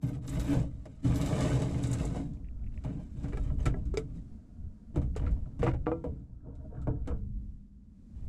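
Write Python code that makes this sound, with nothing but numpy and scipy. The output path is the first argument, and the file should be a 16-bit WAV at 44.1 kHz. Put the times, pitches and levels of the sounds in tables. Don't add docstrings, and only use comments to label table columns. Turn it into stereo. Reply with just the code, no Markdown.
import sys
import numpy as np
from scipy import signal
from scipy.fft import rfft, irfft
from scipy.io import wavfile

SR = 44100
rng = np.random.default_rng(int(sys.argv[2]) if len(sys.argv) > 2 else 0)


def generate_wav(sig):
    pcm = np.round(np.clip(np.atleast_2d(sig).T, -1, 1) * 32767).astype(np.int16)
    wavfile.write(sys.argv[1], SR, pcm)


N = 365148
TIME = np.arange(N) / SR


def from_db(db):
    return 10 ** (np.asarray(db) / 20)


def rms_one(x):
    return x / np.sqrt(np.mean(x ** 2) + 1e-20)


def in_time(rows):
    s, *columns = np.transpose(rows)
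    return [np.interp(TIME, s, column) for column in columns]


def drift(rate):
    points = rng.standard_normal(20000)
    return np.interp(TIME * rate, np.arange(len(points)), points)


def band(x, low_hz, high_hz, order=2):
    edges = [low_hz, min(high_hz, 0.45 * SR)]
    return signal.sosfilt(signal.butter(order, edges, "band", fs=SR, output="sos"), x + 1e-18)


def resonate(x, hz, width_hz):
    radius = np.exp(-np.pi * width_hz / SR)
    zeros = np.array([1, 0, -1]) * (1 - radius ** 2) / 2
    poles = [1, -2 * radius * np.cos(2 * np.pi * hz / SR), radius ** 2]
    return signal.lfilter(zeros, poles, x + 1e-18)


def left_right(mid, side, pan_db):
    return np.array([(mid + side) * from_db(pan_db / 2), (mid - side) * from_db(-pan_db / 2)])


def ping(s, hz, db, t60):
    out, at = np.zeros(N + SR), int(s * SR)
    age = TIME[:SR]
    out[at:at + SR] = from_db(db - 60 * age / t60) * np.sin(2 * np.pi * hz * age)
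    return out[:N]


def friction(grains_per_s, judder_db, judder_rate, size_spread_db=3):
    caught = rng.random(N) < grains_per_s / SR
    size_db = size_spread_db * rng.standard_normal(N) + judder_db * drift(judder_rate)
    return rms_one(caught * rng.standard_normal((2, N)) * from_db(size_db))


def coloured_noise(colour, side_db, pan_db):
    hz, db = np.transpose(colour)
    bins_hz = np.fft.rfftfreq(N, 1 / SR)
    gain = from_db(np.interp(np.log(bins_hz + 1), np.log(hz), db))
    mid, side = irfft(rfft(rng.standard_normal((2, N))) * gain, N)
    return rms_one(left_right(mid, side * from_db(side_db), pan_db))


# time_s, level_db
WIND_LEVEL = [(0.0, -57), (0.37, -37), (0.99, -46.5), (1.06, -30.5), (1.25, -42.5), (2.3, -41),
              (2.6, -36.5), (3.04, -42), (3.55, -27.5), (4.49, -50.5), (4.66, -37), (4.8, -55), (5.0, -34),
              (5.16, -35.5), (5.33, -32), (5.51, -43.5), (5.72, -30), (6.04, -50), (6.09, -32.5),
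              (6.2, -49), (6.78, -40.5), (7.15, -31), (7.96, -57.5), (8.21, -40.5), (8.28, -31.5)]
# pitch_hz, density_db (per Hz)
WIND_SPECTRUM = [(15, -1.5), (30, -1.5), (60, 4), (100, -6), (200, -20.5), (400, -37.5), (1000, -78.5)]
# time_s, level_db
YARD_LEVEL = [(0, -64.5), (2.5, -53.5), (4.7, -54), (5.5, -54), (6.2, -60.5), (7.3, -60), (8.28, -57.5)]
# pitch_hz, density_db (per Hz)
YARD_SPECTRUM = [(40, -37.5), (130, -2), (220, 9), (350, -13.5), (750, -29.5), (1400, -34.5), (3000, -41.5),
                 (7500, -41), (11000, -50.5), (15000, -63.5)]


def outdoors(wind_gain_db=-1, yard_gain_db=3, buffet_db=2, waver_db=2, changes_per_s=9):
    wind_db = in_time(WIND_LEVEL)[0] + wind_gain_db + buffet_db * drift(changes_per_s)
    yard_db = in_time(YARD_LEVEL)[0] + yard_gain_db + waver_db * drift(changes_per_s)
    wind = from_db(wind_db) * coloured_noise(WIND_SPECTRUM, side_db=-22, pan_db=-4.5)
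    yard = from_db(yard_db) * coloured_noise(YARD_SPECTRUM, side_db=0.5, pan_db=0.5)
    return wind + yard


def hum(start_s=7.074, pitch_hz=200.4, level_db=-30.5, t60_s=3, mid_share=0.2, pan_db=-1):
    age = np.maximum(TIME - start_s, 0)
    envelope = np.sqrt(2) * from_db(level_db - 60 * age / t60_s)
    tone = envelope * np.sin(2 * np.pi * pitch_hz * age)
    return left_right(mid_share * tone, tone, pan_db)


# start_s, pitch_hz, level_db (before pan), t60_s
FRAME_BOOMS = [(4.961, 330, -19.5, 0.095), (5.629, 250, -22, 0.13), (5.867, 311.3, -21.5, 0.31),
               (6.873, 292.6, -23.5, 0.27), (7.076, 265, -27, 0.23)]


def frame_booms(mid_share=0.25, pan_db=-2):
    tone = sum(ping(*row) for row in FRAME_BOOMS)
    return left_right(-mid_share * tone, tone, pan_db)


# weight is the thud, brightness the tick, ring the tone of the struck part, twist the rocking of the frame
# start_s, strength_db, weight_db, brightness_db, ring_db, twist_db
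RAIL_KNOCKS = [(4.959, -26, 9, -30, -9.5, -6), (5.017, -36, 7.5, -27, -10.5, -4),
               (5.163, -29.5, -9, -18.5, -10.5, -10), (5.198, -38.5, 16.5, -28, -5, -8),
               (5.271, -42.5, -12.5, -26, 4, -5.5), (5.311, -46.5, 8.5, -20, -17, -3),
               (5.366, -43.5, -6, -38, -10, -5.5), (5.459, -45, 1, -43.5, -6.5, -8.5),
               (5.593, -31, 10, -28.5, -17, -18), (5.629, -17.5, -2, -35.5, -9, -10),
               (5.638, -27, -3, -27.5, -11, -6), (5.667, -23.5, 3.5, -33.5, 3, -8),
               (5.678, -29.5, -10, -35, 6, -11), (5.688, -32, -3.5, -30, -0.5, -4.5),
               (5.737, -32, -13.5, -31.5, -8, -11), (5.868, -25.5, 0.5, -46, 1, 3),
               (5.917, -28.5, -2, -43, 1.5, 2), (6.041, -28.5, 3.5, -38.5, -12, 7),
               (6.47, -50.5, 11, -65, -20, 11.5), (6.871, -26, 6, -44.5, -3, 5.5),
               (7.074, -27, -6.5, -27.5, -9, 4.5), (7.112, -32.5, -2.5, -43, -4, 2.5)]


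def boom(pitch_hz=465, t60_s=0.4, mid_share=0.071, detune=0.0074):
    relative_db, db_per_twist_db = -12.5, 2.6
    out, age = np.zeros(N + SR), np.arange(SR) / SR
    for s, strength_db, *_, twist_db in RAIL_KNOCKS:
        level_db = strength_db + relative_db + db_per_twist_db * twist_db - 60 * age / t60_s
        hz = pitch_hz * (1 + detune * rng.standard_normal())
        out[int(s * SR):][:SR] += from_db(level_db) * np.sin(2 * np.pi * hz * age)
    return left_right(mid_share * out[:N], out[:N], 0)


# time_s, level_db (relative), brightness_db_per_octave
CREEP = [(6.1, -59, -5), (6.31, -58, -10), (6.42, -65, 1), (6.47, -42.5, -10.5), (6.54, -49, -6),
         (6.58, -54, -2), (6.65, -42, -14), (6.685, -54, -9), (6.73, -39, -11), (6.77, -40, -1),
         (6.81, -42.5, -3), (6.86, -51, -2), (6.88, -26, -4.5), (6.94, -49, -2), (7.06, -57, -7.5),
         (7.08, -28.5, -5.5), (7.12, -33, -1), (7.18, -63, 4), (7.3, -100, 0)]
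# pitch_hz, width_hz, level_db (relative)
CREEP_MODES = [(455, 35.7, -12.5), (540, 25, -21.5), (621, 28, -10), (715, 18, -12), (928, 29, -15.5),
               (1127, 34, -22), (1312, 70, -13), (1435, 17, -19), (1590, 85, -17.5)]


def creep(wander_db=2.5, wanders_per_s=14, mid_cut_db=4, pan_db=-1.5):
    level_db, brightness = in_time(CREEP)
    pivot_hz = CREEP_MODES[2][0]
    out = np.zeros((2, N))
    for hz, width_hz, db in CREEP_MODES:
        grains = friction(grains_per_s=900, judder_db=2, judder_rate=45)
        once = resonate(grains, hz, 2 * width_hz)
        ring = rms_one(resonate(once, hz, 2 * width_hz))
        swelling_db = wander_db * (drift(wanders_per_s) - 0.5)
        tilt_db = brightness * np.log2(hz / pivot_hz)
        out += from_db(level_db + swelling_db + db + tilt_db) * ring
    return left_right(out[0] * from_db(-mid_cut_db), out[1], pan_db) / 2


# start_s, level_db (before trim and filter)
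CREAKS = [(2.371, -61), (2.445, -62), (2.454, -63), (2.47, -66), (2.486, -58), (2.593, -66), (2.641, -64),
          (2.665, -61), (2.674, -61.5), (2.722, -61), (2.742, -58.5), (2.776, -51), (2.787, -59)]


def hinge(gain_db=-2, t60_s=0.012, low_hz=1750, high_hz=2750, pan_db=3):
    slips = np.zeros(N)
    for s, db in CREAKS:
        slips[int(s * SR)] = from_db(db)
    envelope = signal.lfilter([1], [1, -from_db(-60 / (t60_s * SR))], slips + 1e-18)
    creak = band(envelope * rng.standard_normal((2, N)), low_hz, high_hz, order=3)
    creak *= np.sqrt(SR / 2 / (high_hz - low_hz))
    return from_db(gain_db) * left_right(*creak, pan_db)


# start_s, length_s, level_db
RATTLES = [(2.836, 0.062, -61.5), (3.236, 0.0093, -53.5), (3.324, 0.0089, -56), (3.654, 0.026, -50.5),
           (5.153, 0.0066, -60), (5.218, 0.04, -63), (5.262, 0.012, -54.5), (5.621, 0.023, -44.5),
           (5.662, 0.03, -46.5), (5.736, 0.017, -67), (5.861, 0.014, -52), (7.056, 0.038, -69)]
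# pitch_hz, width_hz, level_db (relative)
SOCKET_MODES = [(1100, 150, -4), (1430, 190, 5.5), (1920, 165, 2.5), (2290, 300, -1), (2920, 80, -2),
                (3460, 910, -16)]


def sockets(side_db=-3, settle_s=0.019):
    level = 0
    for s, length_s, db in RATTLES:
        settling = np.exp(-np.clip((TIME - s - length_s) / settle_s, 0, 20))
        level = level + from_db(db) * (TIME > s) * settling
    clicks = friction(grains_per_s=1800, judder_db=1, judder_rate=80)
    rings = sum((-1) ** k * from_db(db) * resonate(clicks, hz, width_hz)
                for k, (hz, width_hz, db) in enumerate(SOCKET_MODES))
    mid, side = band(rings, 1000, 4900)
    return level * rms_one(left_right(mid, side * from_db(side_db), 0))


# start_s, pitch_hz, level_db (before pan)
CLINKS = [(3.602, 2940, -58), (3.604, 6260, -60), (4.183, 1920, -70), (5.195, 2920, -58), (5.27, 1344, -46),
          (5.272, 2120, -59), (5.629, 1930, -47), (5.669, 1510, -49.5), (5.676, 2030, -42),
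          (5.684, 2380, -47), (5.737, 1480, -56)]


def clinks(t60_s=0.059, split=0.044, twin_db=-4, pan_db=-0.5):
    tone = sum(ping(s, hz, db, t60_s) + ping(s, hz * (1 + split), db + twin_db, t60_s) for s, hz, db in CLINKS)
    return left_right(tone, 0, pan_db)


# pitch_hz, level_db, t60_s
LATCH_MODES = [(440, -23.5, 0.12), (2050, -42, 0.059), (2290, -33.5, 0.039), (3680, -38, 0.023),
               (4860, -36, 0.032), (5500, -44, .025), (6340, -39.5, 0.032), (7500, -47.5, 0.039)]


def latch(start_s=3.9725):
    return left_right(sum((-1) ** k * ping(start_s, *mode) for k, mode in enumerate(LATCH_MODES)), 0, 0)


# start_s, pitch_hz, level_db, t60_s
HOLLOW_NOTES = [(5.163, 444, -31, 0.067), (5.63, 475, -21, 0.15), (5.748, 812, -44, 0.073),
                (6.043, 489, -33, .12)]


def hollow_notes():
    return left_right(sum(ping(*row) for row in HOLLOW_NOTES), 0, 0)


# time_s, ring_time_factor
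DAMPING = [(5.75, 0.66), (5.85, 1.5), (6.1, 1.14), (6.8, 0.68)]


def struck_part(modes, knocks, side_db, spread_db, detune):
    out, age = np.zeros((2, N)), np.arange(SR // 3) / SR
    hz, db, t60 = np.transpose(modes + modes)[:, :, None]
    for s, strength_db, _, _, ring_db, twist_db in knocks:
        pitch = hz * (1 + detune * rng.standard_normal(hz.shape))
        uneven_db = spread_db * rng.standard_normal((2, *hz.shape))
        sign = rng.choice([-1, 1], (2, *hz.shape))
        strength = sign * from_db(strength_db + ring_db + db + uneven_db)
        damped_t60 = t60 * np.interp(s, *np.transpose(DAMPING))
        tones = from_db(-60 * age / damped_t60) * np.sin(2 * np.pi * pitch * age)
        rings = np.sum(strength * tones, axis=1)
        out[:, int(s * SR):][:, :len(age)] += rings * from_db([[0], [twist_db]])
    mid, side = band(out, hz.min() / 2, hz.max() * 1.2, order=3) / np.linalg.norm(from_db(db))
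    return left_right(mid, side * from_db(side_db), 0)


# pitch_hz, level_db (relative), t60_s (before damping)
SHELL_MODES = [(392, 17, 0.12), (465, 0.5, 0.036), (658, 3.5, 0.09), (752, 3, 0.15), (862, -6, 0.21),
               (1188, -4, 0.072), (1323, 2, 0.14), (1660, -3.5, 0.13), (1980, -4, 0.06), (2320, 0.5, 0.045)]
# pitch_hz, level_db (relative), t60_s (before damping)
RAIL_MODES = [(325.5, 9.5, 0.31), (491, 16, 0.12), (575, 3.5, 0.069), (730, 8, 0.1), (840, 10.5, 0.026),
              (956, -1, 0.17), (1024, -5, 0.12), (1160, 4.5, 0.1), (1260, 12, 0.012), (1310, 7, 0.044),
              (1380, -6.5, 0.19), (1590, -2.5, 0.052), (2078, -12.5, 0.1), (2350, -7, 0.064)]
# start_s, strength_db, weight_db, brightness_db, ring_db, twist_db
CASE_KNOCKS = [(0.029, -41, 20.5, -48, -24, 8), (0.855, -36.5, -2.5, -22, -15.5, 0),
               (1.048, -34, 18.5, -20, -5, 5), (1.62, -33, 6, -19, -7, 4), (2.146, -22.5, 1, -49, -32, -5),
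               (2.839, -45.5, -4, -14, -15, -2), (2.847, -30.5, 8, -29.5, -16, 3.5),
               (3.241, -37.5, 15.5, -26, -5.5, 5), (3.283, -43.5, 2.5, -17, -21, -1),
               (3.332, -27.5, -22, -32, -9, -14), (3.372, -34.5, -8.5, -18.5, -2, -2),
               (3.501, -35, 9, -41, -11, -1), (3.656, -24, 7, -16, -7, -20),
               (3.662, -21.5, -13, -21, -3, 2), (3.741, -46, 10.5, -29, 8.5, -0.5),
               (3.855, -60, 29.5, -6.5, -11, 3), (3.94, -38.5, 0, -18, 0, -2), (3.973, -31, 5, -12, -2, -2)]


def shell_and_rail(shell_db=2, rail_db=-0.5):
    shell = struck_part(SHELL_MODES, CASE_KNOCKS, side_db=-6.5, spread_db=3.5, detune=0.0057)
    rail = struck_part(RAIL_MODES, RAIL_KNOCKS, side_db=5, spread_db=2, detune=0.016)
    return from_db(shell_db) * shell + from_db(rail_db) * rail


# time_s, pitch_hz (before waver), level_db
GROAN = [(.46, 268, -56.5), (.495, 280, -24.5), (.53, 289.7, -22.5), (.55, 280, -28), (.58, 287, -46),
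         (.65, 278, -110)]


def groan(waver=0.012, wavers_per_s=60, side_share=0.49):
    hz, db = in_time(GROAN)
    phase = 2 * np.pi * np.cumsum(hz * (1 + waver * drift(wavers_per_s))) / SR
    return from_db(db) * left_right(np.sin(phase), side_share * np.cos(phase), 0)


# start_s, length_s, level_db
SCREECHES = [(0.29, 0.01, -47), (1.827, 0.01, -49), (1.868, 0.0098, -48.5), (1.912, 0.0026, -42),
             (1.93, 0.0031, -36.5), (2.049, 0.0068, -46)]


def screech(hz=7600, width_hz=1300, rise_s=0.0032, fall_s=0.0068, pan_db=2):
    level = 0
    for s, length_s, db in SCREECHES:
        rise = np.clip((TIME - s) / rise_s, 0, 1)
        fall = np.exp(-np.clip((TIME - s - length_s) / fall_s, 0, 20))
        level = level + from_db(db) * rise * fall
    once = resonate(rng.standard_normal((2, N)), hz, 2 * width_hz)
    mid, side = resonate(once, hz, 2 * width_hz)
    return level * rms_one(left_right(mid, side, pan_db))


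def swell(start_s, length_s, attack_s=0.016, release_s=0.036):
    out, at = np.zeros(N), int(max(start_s, 0) * SR)
    age = TIME[:min(int((length_s + 0.5) * SR), N - at)]
    release = np.exp(-np.maximum(age - length_s, 0) / release_s)
    out[at:at + len(age)] = np.minimum(age / attack_s, 1) * release
    return out


# start_s, length_s, level_db
SIZZLES = [(0.012, 0.078, -67.5), (0.254, 0.3, -61), (1.136, 0.13, -57.5)]


def sizzle(low_hz=10000, high_hz=13500, pan_db=2):
    level = sum(from_db(db) * swell(s, length_s) for s, length_s, db in SIZZLES)
    grains = friction(grains_per_s=3400, judder_db=7.5, judder_rate=110)
    return level * rms_one(left_right(*band(grains, low_hz, high_hz), pan_db))


def register_levels(strength_db, weight_db, brightness_db, clack_share=0.75):
    return strength_db + np.array([weight_db, 0, clack_share * brightness_db, brightness_db])


# start_s, strength_db (relative)
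CATCHES = [(0.278, -55.5), (0.397, -52), (1.158, -52.5), (1.214, -50.5), (1.261, -51), (1.408, -50.5),
           (1.62, -53.5), (1.838, -52), (1.93, -52.5), (1.986, -58.5), (2.057, -66), (2.335, -77.5),
           (6.552, -80.5), (6.817, -74)]
# sway relative to thud in dB, ring time factor
ON_DECK, ON_RAIL, ON_GRIT = (-20.5, 0.57), (-11, 0.9), (-10, 0.64)


def all_blows(catch_weight_db=19, catch_brightness_db=7.5, weight_doubles_ring_db=20):
    catches = [(s, db, catch_weight_db, catch_brightness_db, 0, 0) for s, db in CATCHES]
    for rows, (sway_db, ring) in ((CASE_KNOCKS, ON_DECK), (RAIL_KNOCKS, ON_RAIL), (catches, ON_GRIT)):
        for s, strength_db, weight_db, brightness_db, _, twist_db in rows:
            levels_db = register_levels(strength_db, weight_db, brightness_db)
            ring_factor = np.clip(ring * 2 ** (weight_db / weight_doubles_ring_db), 0.1, 1)
            yield s, [levels_db[0] + sway_db, *levels_db], ring_factor, twist_db


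def blows(index, t60_s, air, crack=0.49, scatter=0.81, crack_follows_brightness=0.11):
    force = np.zeros((2, N))
    push = np.array([air, -np.sqrt(1 - air ** 2)])
    for s, levels_db, ring_factor, twist_db in all_blows():
        at, decay = int(s * SR), t60_s * ring_factor * SR / np.log(1000)
        age = np.arange(min(N - at, SR))
        blow = scatter * np.exp(-age / decay) * rng.standard_normal((2, len(age)))
        brightness_db = levels_db[4] - levels_db[2]
        blow[:, 0] += crack * from_db(crack_follows_brightness * brightness_db) * np.sqrt(decay / 2) * push
        if index == 2:
            blow[1] *= from_db(twist_db)
        force[:, at:at + len(age)] += from_db(levels_db[index]) * blow
    return force


# full_vigour_level_db (before the deck), db_per_db_of_vigour, lag_s,
# grains_per_s, judder_db, judders_per_s
FRICTION = [(-17.5, 0.43, 0.029, 3600, 0.5, 40), (-25, 0.73, 0.015, 2000, 1, 70),
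            (-40, 0.71, 0, 3000, 0.9, 130), (-45, 0.69, 0.001, 8300, 0.5, 260)]
# time_s, vigour_db
NUDGE = [(0.01, -70), (0.028, -66.5), (0.07, -71), (0.084, -60.5), (0.122, -78), (0.146, -66), (0.21, -101)]
SHORT_DRAG = [(0.211, -77.5), (0.284, -69), (0.33, -60), (0.355, -53.5), (0.382, -60), (0.406, -56),
              (0.434, -61), (0.53, -46), (0.565, -55), (0.622, -63.5), (0.645, -73.5), (0.719, -100)]
LONG_DRAG = [(1.015, -81), (1.054, -59), (1.076, -58), (1.42, -43.5), (1.53, -47.5), (1.68, -57.5),
             (1.79, -58.5), (1.832, -61.5), (1.912, -58), (1.93, -55.5), (1.97, -59.5), (2.016, -52.5),
             (2.128, -65.5), (2.163, -55.5), (2.3, -89)]
# start_s, length_s, strength_db, weight_db, brightness_db
RUBS = [(0.692, 0.59, -61, 20, -14.5), (1.028, 0.076, -41, 18.5, -17), (2.2, 0.21, -59.5, 22.5, -45),
        (2.714, 0.3, -61.5, 20.5, -16.5), (2.856, 0.15, -45.5, 14.5, -27.5), (3.015, 0.18, -63, 23, -13.5),
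        (3.154, 0.32, -49, 16, -19), (3.455, 0.091, -58.5, 21, -20.5), (3.576, 0.061, -42, 3, -23.5),
        (3.639, 0.13, -44.5, 17, -33), (3.75, 0.44, -59.5, 24, -22.5), (4.137, 0.019, -58, 10, -11),
        (4.933, 0.019, -46, 20, -30.5), (5.205, 0.047, -40, 0.5, -33), (5.272, 0.023, -47.5, 5, -30),
        (5.312, 0.88, -59.5, 19.5, -28.5), (5.622, 0.046, -41.5, 4.5, -29.5), (6.062, 0.14, -67.5, 27, -55),
        (6.168, 0.64, -71, 25.5, -52.5), (6.441, 0.094, -54.5, 17.5, -51), (6.62, 0.025, -61, 24, -56.5),
        (6.733, 0.08, -53, 19.5, -33), (6.904, 0.13, -61.5, 8, -40), (7.058, 0.12, -52.5, -7, -32),
        (8.142, 0.17, -60.5, 0, -18.5)]


def sliding_levels(index, full_vigour_db=-43):
    full_db, follows, lag_s = FRICTION[index][:3]
    rub_power = sum((from_db(register_levels(*contact)[index]) * swell(s, length_s)) ** 2
                    for s, length_s, *contact in RUBS)
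    dragged = 0
    for drag in (NUDGE, SHORT_DRAG, LONG_DRAG):
        s, vigour_db = np.transpose(drag)
        level_db = full_db + follows * (np.interp(TIME - lag_s, s, vigour_db) - full_vigour_db)
        dragged = dragged + from_db(level_db) * swell(s[0], s[-1] - s[0])
    return dragged, np.sqrt(rub_power)


def sliding(index):
    dragged, rubbed = sliding_levels(index)
    rub_grains = friction(grains_per_s=7000, judder_db=2, judder_rate=60)
    return dragged * friction(*FRICTION[index][3:]) + rubbed * rub_grains


# delay_s (middle of its wander), share
EDGE_ECHOES = [(.0013, .45), (.0031, .45), (.0057, .35)]


def edge_echoes(force, shift=0.22, shifts_per_s=7):
    out = force.copy()
    for delay_s, share in EDGE_ECHOES:
        delay = np.round(delay_s * SR * np.exp(shift * drift(shifts_per_s))).astype(int)
        sent = np.arange(N) - delay
        out += share * force[:, np.maximum(sent, 0)]
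    return out / np.sqrt(1 + sum(share ** 2 for _, share in EDGE_ECHOES))


# pitch_hz, width_hz, level_db (relative within the register), side_over_mid_db
DECK_MODES = [(49.7, 4.1, 1.5, 25.5), (64.8, 57, 4.5, 7), (122.5, 9.7, 3, 6), (175.6, 17.2, 3, 13.5),
              (178.4, 12, -2.5, 7), (212.5, 70, -18, 7.5), (243, 11, -8.5, 15.5), (280, 28.7, -7, 4.5),
              (330, 60, -8, 1.5), (436, 7.2, 5, 13), (480, 12, 4, 15), (541, 10, 0.5, 12.5),
              (618, 32.4, -2, 9), (719, 14, -7, 7.5), (790, 130, -12.5, 10.5), (932, 43.5, -8, 12),
              (958, 86, -14, 6), (1144, 41, 4.5, -2.5), (1268, 53, 2, -3), (1490, 82, 2, -1.5),
              (1646, 460, -3, 0.5), (2163, 187, 0.5, 0), (2368, 230, -4, -3), (3020, 380, -6.5, -6.5),
              (3295, 72, 0.5, -1), (3730, 380, 1.5, -9.5), (5110, 830, -2.5, -6.5), (6110, 1010, -2, -5),
              (7660, 830, 1.5, -0.5), (9930, 1400, -7.5, 0.5), (12400, 1800, -18.5, -1.5)]


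def deck(force, low_hz, high_hz, pan_db, shared=0.48, airborne_hz=900):
    out, power = np.zeros((2, N)), 1e-12
    for k, (hz, width_hz, db, side_db) in enumerate(DECK_MODES):
        if low_hz < hz < high_hz:
            mid, side = resonate(force, hz, width_hz)
            if hz > airborne_hz:
                slope = np.gradient(mid) / np.sin(2 * np.pi * hz / SR)
                side = shared * slope + np.sqrt(1 - shared ** 2) * side
            mode = np.array([mid, side * from_db(side_db)]) / np.hypot(1, from_db(side_db))
            out += (-1) ** k * from_db(db) * mode
            power += from_db(db) ** 2 * np.pi * width_hz / SR
    return left_right(*band(out, low_hz, high_hz, order=3), pan_db) / np.sqrt(power)


# low_hz, high_hz, t60_s (before ring factor), air_share of a blow,
# left_over_right_db, blow_gain_db
REGISTERS = [(31.4, 83, 1, 0.84, -6, 7.5), (91, 306, 0.43, 1, -4, 0.5), (307, 1028, 0.16, 0.39, -2.5, 1),
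             (1140, 3240, 0.16, 0.25, -0.5, 2), (3130, 13000, 0.14, 0.88, 2, 2)]


def case_on_steel(drone_sway_db=-7):
    drone, grind, rasp, hiss = (sliding(k) for k in range(len(FRICTION)))
    sway = from_db(drone_sway_db) * drone
    rubbing = [sway, drone, grind, edge_echoes(rasp), edge_echoes(hiss)]
    out = np.zeros((2, N))
    for k, (low_hz, high_hz, t60_s, air, pan_db, blow_db) in enumerate(REGISTERS):
        force = rubbing[k] + from_db(blow_db) * blows(k, t60_s, air)
        out += deck(force, low_hz, high_hz, pan_db)
    return out


def scene():
    background = outdoors() + hum()
    frame_and_rail = frame_booms() + boom() + creep()
    case_parts = hinge() + sockets() + clinks() + latch() + hollow_notes() + shell_and_rail()
    dragging = groan() + screech() + sizzle()
    return background + frame_and_rail + case_parts + dragging + case_on_steel()


def record(dry, cutoff_hz=15700):
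    return signal.sosfilt(signal.cheby2(16, 70, cutoff_hz, fs=SR, output="sos"), dry)


dry = scene()
out = record(dry)
generate_wav(out)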